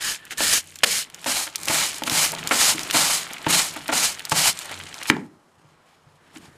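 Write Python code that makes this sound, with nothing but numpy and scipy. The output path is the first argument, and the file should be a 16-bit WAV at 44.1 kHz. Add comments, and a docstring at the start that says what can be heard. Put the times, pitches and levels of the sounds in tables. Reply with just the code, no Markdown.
"""Stiff brush on rough masonry

A stiff hand brush scrubs grit off masonry in a stone corner, close to a small mono microphone.
Shaped noise snaps are the bristle tips; struck damped modes are the block knocking the stone.
Short noise bursts are loose grit ticking and trickling in between, softly struck low modes the thumps.
At last the brush is dropped, and a quiet room of air noise and hum remains, with a few faint touches."""
import sys
import numpy as np
from scipy import signal
from scipy.fft import rfft, irfft
from scipy.io import wavfile
from scipy.ndimage import uniform_filter1d

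SR = 44100
rng = np.random.default_rng(int(sys.argv[2]) if len(sys.argv) > 2 else 0)


def gain_from_db(level_db):
    """Convert decibel levels to linear amplitude factors (20 dB per decade)."""
    decades = np.asarray(level_db, float) / 20
    return 10 ** decades


def digitize_waveform(pressure):
    """Quantize a signal to 16-bit integers and store it at the path in sys.argv[1].

    Rows of a 2-D input are taken as channels; values are limited to [-1, 1].
    """
    field = np.atleast_2d(pressure).T
    bounded = np.clip(field, -1, 1)
    quanta = np.round(bounded * 32767).astype(np.int16)
    wavfile.write(sys.argv[1], SR, quanta)


N = 289736

# modes of the brush block: (f/Hz, level before the drive/dB, t60/s)
BLOCK_MODES = [(170, 5, 0.026), (323, 9.5, 0.028), (656, -1.5, 0.012), (883, 4.5, .016),
               (1060, 1.5, 0.0099), (1380, 3.5, 0.015), (1700, 7.5, 0.0033), (2200, 18.5, 0.0024),
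               (2900, 12, 0.0021), (4460, -10.5, 0.0026), (7250, 4, 0.0067)]
# the first strokes run along a hard ledge, a thin scrape that rings at first:
# (ring f/Hz, base t60/s, ring level re scrape/dB, ring until t/s, ledge until t/s)
LEDGE = (1860, .018, -3.5, .6, 1.06)


def unit(x):
    """Scale to rms 1."""
    return x / np.sqrt(np.mean(x ** 2))


def colour(x, points):
    """Filter by an (f/Hz, level/dB) outline."""
    hz, db = np.transpose(points)
    bins = np.arange(len(x) // 2 + 1) * SR / len(x) + 1
    gain_db = np.interp(np.log(bins), np.log(hz), db)
    return irfft(rfft(x) * gain_from_db(gain_db), len(x))


def band(x, low_hz, high_hz, order=2):
    """Butterworth band-pass."""
    edges = [low_hz, min(high_hz, .45 * SR)]
    return signal.sosfilt(signal.butter(order, edges, "band", fs=SR, output="sos"), x)


def ring(x, hz, t60):
    """One damped mode; a unit impulse starts it ringing with amplitude near 1."""
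    r, w = np.exp(-np.log(1000) / (t60 * SR)), 2 * np.pi * hz / SR
    return signal.lfilter([0, r * np.sin(w)], [1, -2 * r * np.cos(w), r * r], x)


def walk(rate):
    """Random levels, a new one every 1 / rate s, joined by slopes; spread a little under 1."""
    k = int(SR / rate)
    steps = np.repeat(rng.standard_normal(N // k + 1), k)
    return uniform_filter1d(steps, k)[:N]


def snaps(rate, spread_db):
    """Tiny releases at random moments, rate per s, a few far larger than the rest."""
    moments = rng.random(N) < rate / SR
    return moments * rng.standard_normal(N) * gain_from_db(spread_db * rng.exponential(size=N))


def add(out, s, sound, db):
    """Place a sound at time s with the given peak."""
    i = int(s * SR)
    sound = sound[:N - i]
    out[i:i + len(sound)] += sound * gain_from_db(db) / np.abs(sound).max()


def curves(table):
    """Columns of a (t/s, ..) table, interpolated at every sample."""
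    s, *columns = np.transpose(table)
    return [np.interp(np.arange(N) / SR, s, c) for c in columns]


def room():
    """Still air as coloured noise, a narrow noise hum that wavers and a faint whirr that sets in late."""
    # spectrum of the air: (f/Hz, relative level/dB)
    air_outline = [(15, -45.5), (25, -9.5), (354, 4.5), (1060, 8.5), (1350, 4.5), (2020, -3), (2370, -20),
                   (3010, -16), (3540, -25.5), (5140, -12), (15000, -35)]
    # swelling of the hum: (t/s, level/dB)
    hum_levels = [(0, -78), (.66, -55.5), (.95, -76), (1.66, -60), (2.1, -59), (2.4, -65), (4.55, -63.5),
                  (4.85, -53.5), (5.4, -81.5), (6.57, -63.5)]
    # late whirr: (from t/s, low f/Hz, high f/Hz, mean level/dB)
    whirr_setting = (6.17, 1500, 1950, -63)
    air = gain_from_db(-61 + 1.0 * walk(18)) * unit(colour(rng.standard_normal(N), air_outline))
    hum_hz, hum_width_hz = 90, 6.5
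    hum = unit(band(rng.standard_normal(N), hum_hz - hum_width_hz / 2, hum_hz + hum_width_hz / 2))
    s, low_hz, high_hz, db = whirr_setting
    fade_in = np.clip((np.arange(N) / SR - s) / 0.036, 0, 1)
    whirr = fade_in * unit(band(rng.standard_normal(N), low_hz, high_hz))
    return air + gain_from_db(curves(hum_levels)[0]) * hum + gain_from_db(db + 2 * walk(9)) * whirr


def bumps():
    """Low, soft thuds: a rounded push sets off one short-lived mode."""
    # thumps under the heavier landings, later from further off: (t/s, peak level/dB, f/Hz)
    thumps = [(0.835, -35, 200), (1.695, -28.5, 160), (2.119, -27.5, 170), (2.946, -29, 165),
              (3.465, -21, 170), (3.924, -31.5, 160), (4.319, -23.5, 165), (5.1005, -13, 418),
              (5.166, -25, 425), (5.576, -56, 148), (5.647, -51, 148), (6.064, -46, 148), (6.365, -50, 198),
              (6.479, -46, 148), (6.52, -56, 148)]
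    out, t = np.zeros(N), np.arange(SR // 5) / SR
    for s, db, hz in thumps:
        push = np.exp(-t * hz / 0.75) * t
        add(out, s, band(ring(push, hz, 13 / hz), .7 * hz, 3 * hz), db)
    return out


def grit():
    """Each stone chip cracks, then skitters to rest: a noise burst with a fast and a slow decay."""
    # grit striking stone: (t/s, peak level/dB, centre f/Hz)
    chips = [(0.2523, -28, 6840), (0.3815, -13, 7360), (0.7573, -22.5, 5430), (0.7882, -23.5, 4670),
             (1.1003, -27, 2760), (1.1452, -19, 4930), (1.2436, -18, 2750), (1.4894, -33, 3260),
             (1.5577, -6.5, 4940), (1.633, -16.5, 6340), (1.6557, -13.5, 6660), (1.6833, -6, 2964),
             (2.0363, -10.5, 3380), (2.0975, -8, 3510), (2.319, -13, 6650), (2.4385, -23, 2790),
             (2.4735, -7.5, 4700), (2.491, -16.5, 6590), (2.793, -11, 3360), (2.833, -14, 4100),
             (2.91, -9, 3600), (3.276, -26.5, 3450), (3.3333, -19, 6340), (3.3837, -26.5, 2740),
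             (3.739, -22.5, 6830), (3.8804, -14, 4320), (4.1942, -16.5, 2900), (4.2522, -12.5, 5080),
             (4.2956, -16, 6500), (4.59, -15, 5570), (4.6207, -20, 2630), (4.837, -24, 2860),
             (4.9423, -20.5, 3000), (5.0317, -18.5, 4950)]
    out, t = np.zeros(N), np.arange(SR // 8) / SR
    for s, db, hz in chips:
        decay = np.exp(-t / .0007) + .3 * np.exp(-t / .005)
        burst = rng.standard_normal(len(t)) * decay
        add(out, s, band(burst, hz / 1.6, hz * 1.6, order=1), db)
    return out


def knocks():
    """A first contact, then a rattle over the rough face; modes far from the best-driven one get less."""
    # the block on stone: (t/s, peak level before the bass cut/dB, best-driven f/Hz, rattle time/s)
    blows = [(0.317, -26, 1900, 0.012), (0.405, -11.5, 1180, 0.0041), (0.834, -4, 2200, 0.0045),
             (1.26, -16.5, 880, 0.033), (1.285, -37, 900, 0.0074), (1.468, -26.5, 1550, 0.015),
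             (1.676, -19.5, 1080, 0.0052), (1.698, -14, 885, 0.018), (2.021, -15, 902, 0.0041),
             (2.075, -11.5, 1406, 0.0077), (2.115, -18, 907, 0.0081), (2.33, -21, 798, 0.012),
             (2.51, -6.5, 1600, 0.016), (2.523, -33, 2200, 0.0052), (2.748, -23.5, 297, 0.0039),
             (2.945, -9.5, 1003, 0.015), (3.465, -10, 562, 0.01), (3.762, -23.5, 892, 0.012),
             (3.889, -12.5, 1020, 0.017), (3.924, -10, 873, 0.01), (4.319, -7, 974, 0.0096),
             (4.711, -23.5, 1620, 0.018), (5.014, -23.5, 1700, 0.0057), (5.0998, 5.5, 1620, 0.0024),
             (5.1663, -18.5, 754, 0.003), (5.234, -42, 504, 0.0024), (6.364, -33, 400, 0.0029)]
    crack_db, crack_db_per_db = -6, .25  # harder blows crack brighter
    out, t = np.zeros(N), np.arange(SR // 6) / SR
    for s, db, best_hz, rattle in blows:
        # quick re-contacts carry little net push, so they spare the lowest modes
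        recontacts = rng.standard_normal(len(t)) * np.exp(-(t / max(rattle, 5e-4)) ** 2)
        force = .5 * band(recontacts, 600, SR, order=1)
        force[0] += 1
        drive_db = -8 * np.abs(np.log2(np.array(BLOCK_MODES)[:, 0] / best_hz))  # 8 dB less per octave
        body = sum(gain_from_db(mode_db + d) * ring(force, hz, t60)
                   for d, (hz, mode_db, t60) in zip(drive_db, BLOCK_MODES))
        # the bare contact cracks across the treble
        crack = gain_from_db(crack_db + crack_db_per_db * db) * band(force, best_hz, 12000, order=1)
        add(out, s, body + crack, db)
    # so small a block radiates no deep bass
    return band(out, 120, SR)


def corner(x):
    """Scattered reflections off the stone, as decaying noise bands; lows linger."""
    # reflections: (centre f/Hz, starting level/dB, t60/s)
    reflections = [(150, -52, .45), (250, -53, .4), (400, -50, .36), (700, -56, .33), (1500, -53, .27),
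                   (3000, -56, .2), (8500, -62, .08)]
    t = np.arange(SR // 2) / SR
    tail = np.zeros(len(t))
    for hz, db, t60 in reflections:
        scatter = unit(band(rng.standard_normal(len(t)), hz / 1.5, hz * 1.5))
        tail += gain_from_db(db) * scatter * np.exp(-np.log(1000) * t / t60)
    return x + signal.fftconvolve(x, tail * (t > .003))[:N]


def trickle():
    """Small loose grains skittering as decaying noise, in three pitch ranges."""
    skitter = np.exp(-np.arange(400) / 90.)
    total = np.zeros(N)
    for hz in (2200, 5000, 10000):
        envelope = np.convolve(np.abs(snaps(120, 1.5)), skitter)[:N]
        grains = envelope * rng.standard_normal(N)
        total += unit(band(grains, hz / 1.6, hz * 1.6))
    return unit(total)


def pressure():
    """Levels in dB of hiss, scrape and drag: each stroke rises, holds and lifts off; scuffs just brush past."""
    # what sounds on between strokes, sliding grit and faint rustle:
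    # (t/s, hiss level/dB, scrape level/dB, drag level/dB)
    between = [(0, -60.5, -46.5, -60), (.7, -49.5, -52, -58), (1.1, -59.5, -53.5, -57),
               (1.24, -44, -46.5, -56), (1.53, -50.5, -47, -63), (1.65, -36, -42, -49),
               (2.0, -44.5, -41.5, -51), (2.4, -39, -36.5, -42.5), (2.8, -36.5, -38, -42.5),
               (3.3, -43.5, -38.5, -49.5), (3.85, -45, -43.5, -51.5), (4.25, -47.5, -45, -53),
               (4.7, -42.5, -38.5, -55), (4.85, -47, -45.5, -49.5), (5.07, -42.5, -43, -60.5),
               (5.12, -47.5, -49, -44), (5.31, -70, -71, -64), (5.89, -67, -62.5, -65),
               (6.16, -68, -66, -69), (6.3, -65, -59.5, -57.5), (6.57, -63, -63, -58)]
    # strokes, and at 0.834 s a brief stab of hiss as the block knocks and rattles on the stone: (landing t/s,
    # rise time/s, pressed time/s, lift time/s, full bristle hiss level/dB, scrape level re hiss at half the
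    # pressed time/dB)
    strokes = [(0.0, 0.026, 0.1, 0.05, -25, -4.5), (0.37, .035, 0.2, 0.029, -20, -8.5),
               (0.8337, .002, 0.0058, .008, -11.5, 1), (0.852, 0.01, 0.11, 0.056, -22, -8),
               (1.258, 0.0099, 0.11, 0.078, -21.5, -7.5), (1.668, 0.036, 0.16, 0.067, -20.5, -7),
               (2.093, 0.034, 0.13, 0.065, -18, -8), (2.503, 0.06, 0.18, 0.046, -16.5, -7.5),
               (2.923, 0.015, 0.18, 0.087, -18, -8), (3.481, 0.021, 0.063, 0.11, -17.5, -6.5),
               (3.913, 0.025, 0.11, 0.08, -19, -7.5), (4.33, 0.044, .15, 0.033, -17, -9)]
    # brief brushes against the stone: (peak t/s, half-width/s, hiss level/dB, scrape level re hiss/dB)
    scuffs = [(.321, 0.017, -34, -1.5), (1.968, 0.035, -33.5, -18), (2.075, 0.015, -26, -8),
              (2.81, 0.012, -33, -2), (3.777, 0.018, -38, 3.5), (4.322, 0.011, -23, -17),
              (4.6, 0.062, -40, -20), (5.09, 0.015, -24, -12), (6.361, .024, -48.5, 0.5),
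              (6.451, 0.048, -56, 1)]
    scrape_sag_db_per_s = 25.5  # the block lightens along the stroke
    drag_re_hiss_db, ledge_drag_db, drag_sag_db_per_s = -33.5, -6.5, 51  # strongest on landing
    t = np.arange(N) / SR
    # powers add, so overlapping contacts build up
    hiss, scrape, drag = (gain_from_db(db) ** 2 for db in curves(between))
    for s, rise, pressed, lift, db, scrape_db in strokes:
        since = np.maximum(t - s, 0)
        off = np.exp(-(np.maximum(since - pressed, 0) / lift) ** 2)
        contact = (1 - np.exp(-since / rise)) * off * gain_from_db(db)
        hiss = hiss + contact ** 2
        sagging_db = scrape_db - scrape_sag_db_per_s * (since - pressed / 2)
        scrape = scrape + (contact * gain_from_db(sagging_db)) ** 2
        landing_db = db + drag_re_hiss_db + ledge_drag_db * (s < LEDGE[-1])
        drag = drag + ((since > 0) * off * gain_from_db(landing_db - drag_sag_db_per_s * since)) ** 2
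    for s, width, db, scrape_db in scuffs:
        touch = np.exp(-((t - s) / width) ** 2) * gain_from_db(db)
        hiss = hiss + touch ** 2
        scrape = scrape + (touch * gain_from_db(scrape_db)) ** 2
    return [10 * np.log10(power) for power in (hiss, scrape, drag)]


def rubbing():
    """Bristle snaps: dense when pressed hard, mixed with sparse trickling grit when the brush lifts."""
    # spectrum of the bristle tips: (f/Hz, relative level/dB)
    bristle_outline = [(1060, -69), (1800, -36.5), (2420, -25.5), (3010, -13), (4640, -6), (5160, -7.5),
                       (7080, -5.5), (10400, -8), (14400, -19), (15500, -18.5)]
    # bristle rings: (f/Hz)
    twang_hz = [2403, 3070, 4280, 5400, 7070, 8670]
    loose_share = .55  # most of the power between strokes that comes as separate grains
    hiss_db, scrape_db, drag_db = pressure()
    dense = unit(snaps(20000, 1.0)) * gain_from_db(1.5 * walk(70) + 1.1 * walk(22))

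    # now one, now another length of bristle sings out
    twang = sum(gain_from_db(4.5 * walk(14)) * unit(ring(dense, hz, 24 / hz)) for hz in twang_hz)
    # grit falls only in the half-quiet between strokes
    loose = np.clip((-30 - hiss_db) / 8, 0, 1) * np.clip((hiss_db + 58) / 6, 0, 1)
    tips = np.sqrt(1 - loose_share * loose) * dense + np.sqrt(loose_share * loose) * trickle()
    hiss = unit(unit(colour(tips, bristle_outline)) + gain_from_db(-10) * unit(twang))

    # tufts catch and let go together, ringing the block from inside
    tufts = snaps(5000, 0.69) * gain_from_db(4.0 * walk(45))
    block = sum(gain_from_db(db) * ring(tufts, hz, t60) for hz, db, t60 in BLOCK_MODES)
    ring_hz, base_t60, ring_db, ring_until, ledge_until = LEDGE
    ringing, on_ledge = (np.arange(N) < s * SR for s in (ring_until, ledge_until))
    # the ring wanders between neighbouring pitches
    wavering = unit(sum(gain_from_db(5 * walk(11)) * ring(dense, ring_hz * share, 1.5 * base_t60)
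                        for share in (.96, 1, 1.04)))
    grain = np.where(on_ledge, band(tips, 1260, 3500), band(tips, 550, 3630))
    block_share = np.where(on_ledge, .2, .5)
    scrape = unit(block_share * unit(band(block, 550, 1600)) + unit(grain))
    scrape = scrape + ringing * (1 - loose) * gain_from_db(ring_db) * wavering

    # low stick-slip: a boom at 160 Hz and a broader rumble above it
    boom = unit(ring(snaps(300, 2.2), 160, .13))
    rumble = unit(band(snaps(900, 2.0), 170, 480))
    drag = unit(boom + 1.3 * rumble)
    return gain_from_db(hiss_db) * hiss + gain_from_db(scrape_db) * scrape + gain_from_db(drag_db + 0.73 * walk(27)) * drag


def scene():
    """One microphone feeds both channels; only the separate impacts excite the corner."""
    mono = room() + corner(bumps() + grit() + knocks()) + rubbing()
    return np.array([mono, mono])


def roll_off(x):
    """The treble ends steeply here."""
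    return signal.sosfilt(signal.butter(12, 16030, fs=SR, output="sos"), x)


def record(dry):
    """Peaks beyond full scale overload and clip; a steep low-pass cuts the top."""
    clipped = np.clip(dry, -1, 1)
    top_hz = 15050
    low_pass = signal.ellip(10, .2, 36, top_hz, fs=SR, output="sos")
    mix = signal.sosfilt(low_pass, clipped)
    return roll_off(mix)


dry = scene()
out = record(dry)
digitize_waveform(out)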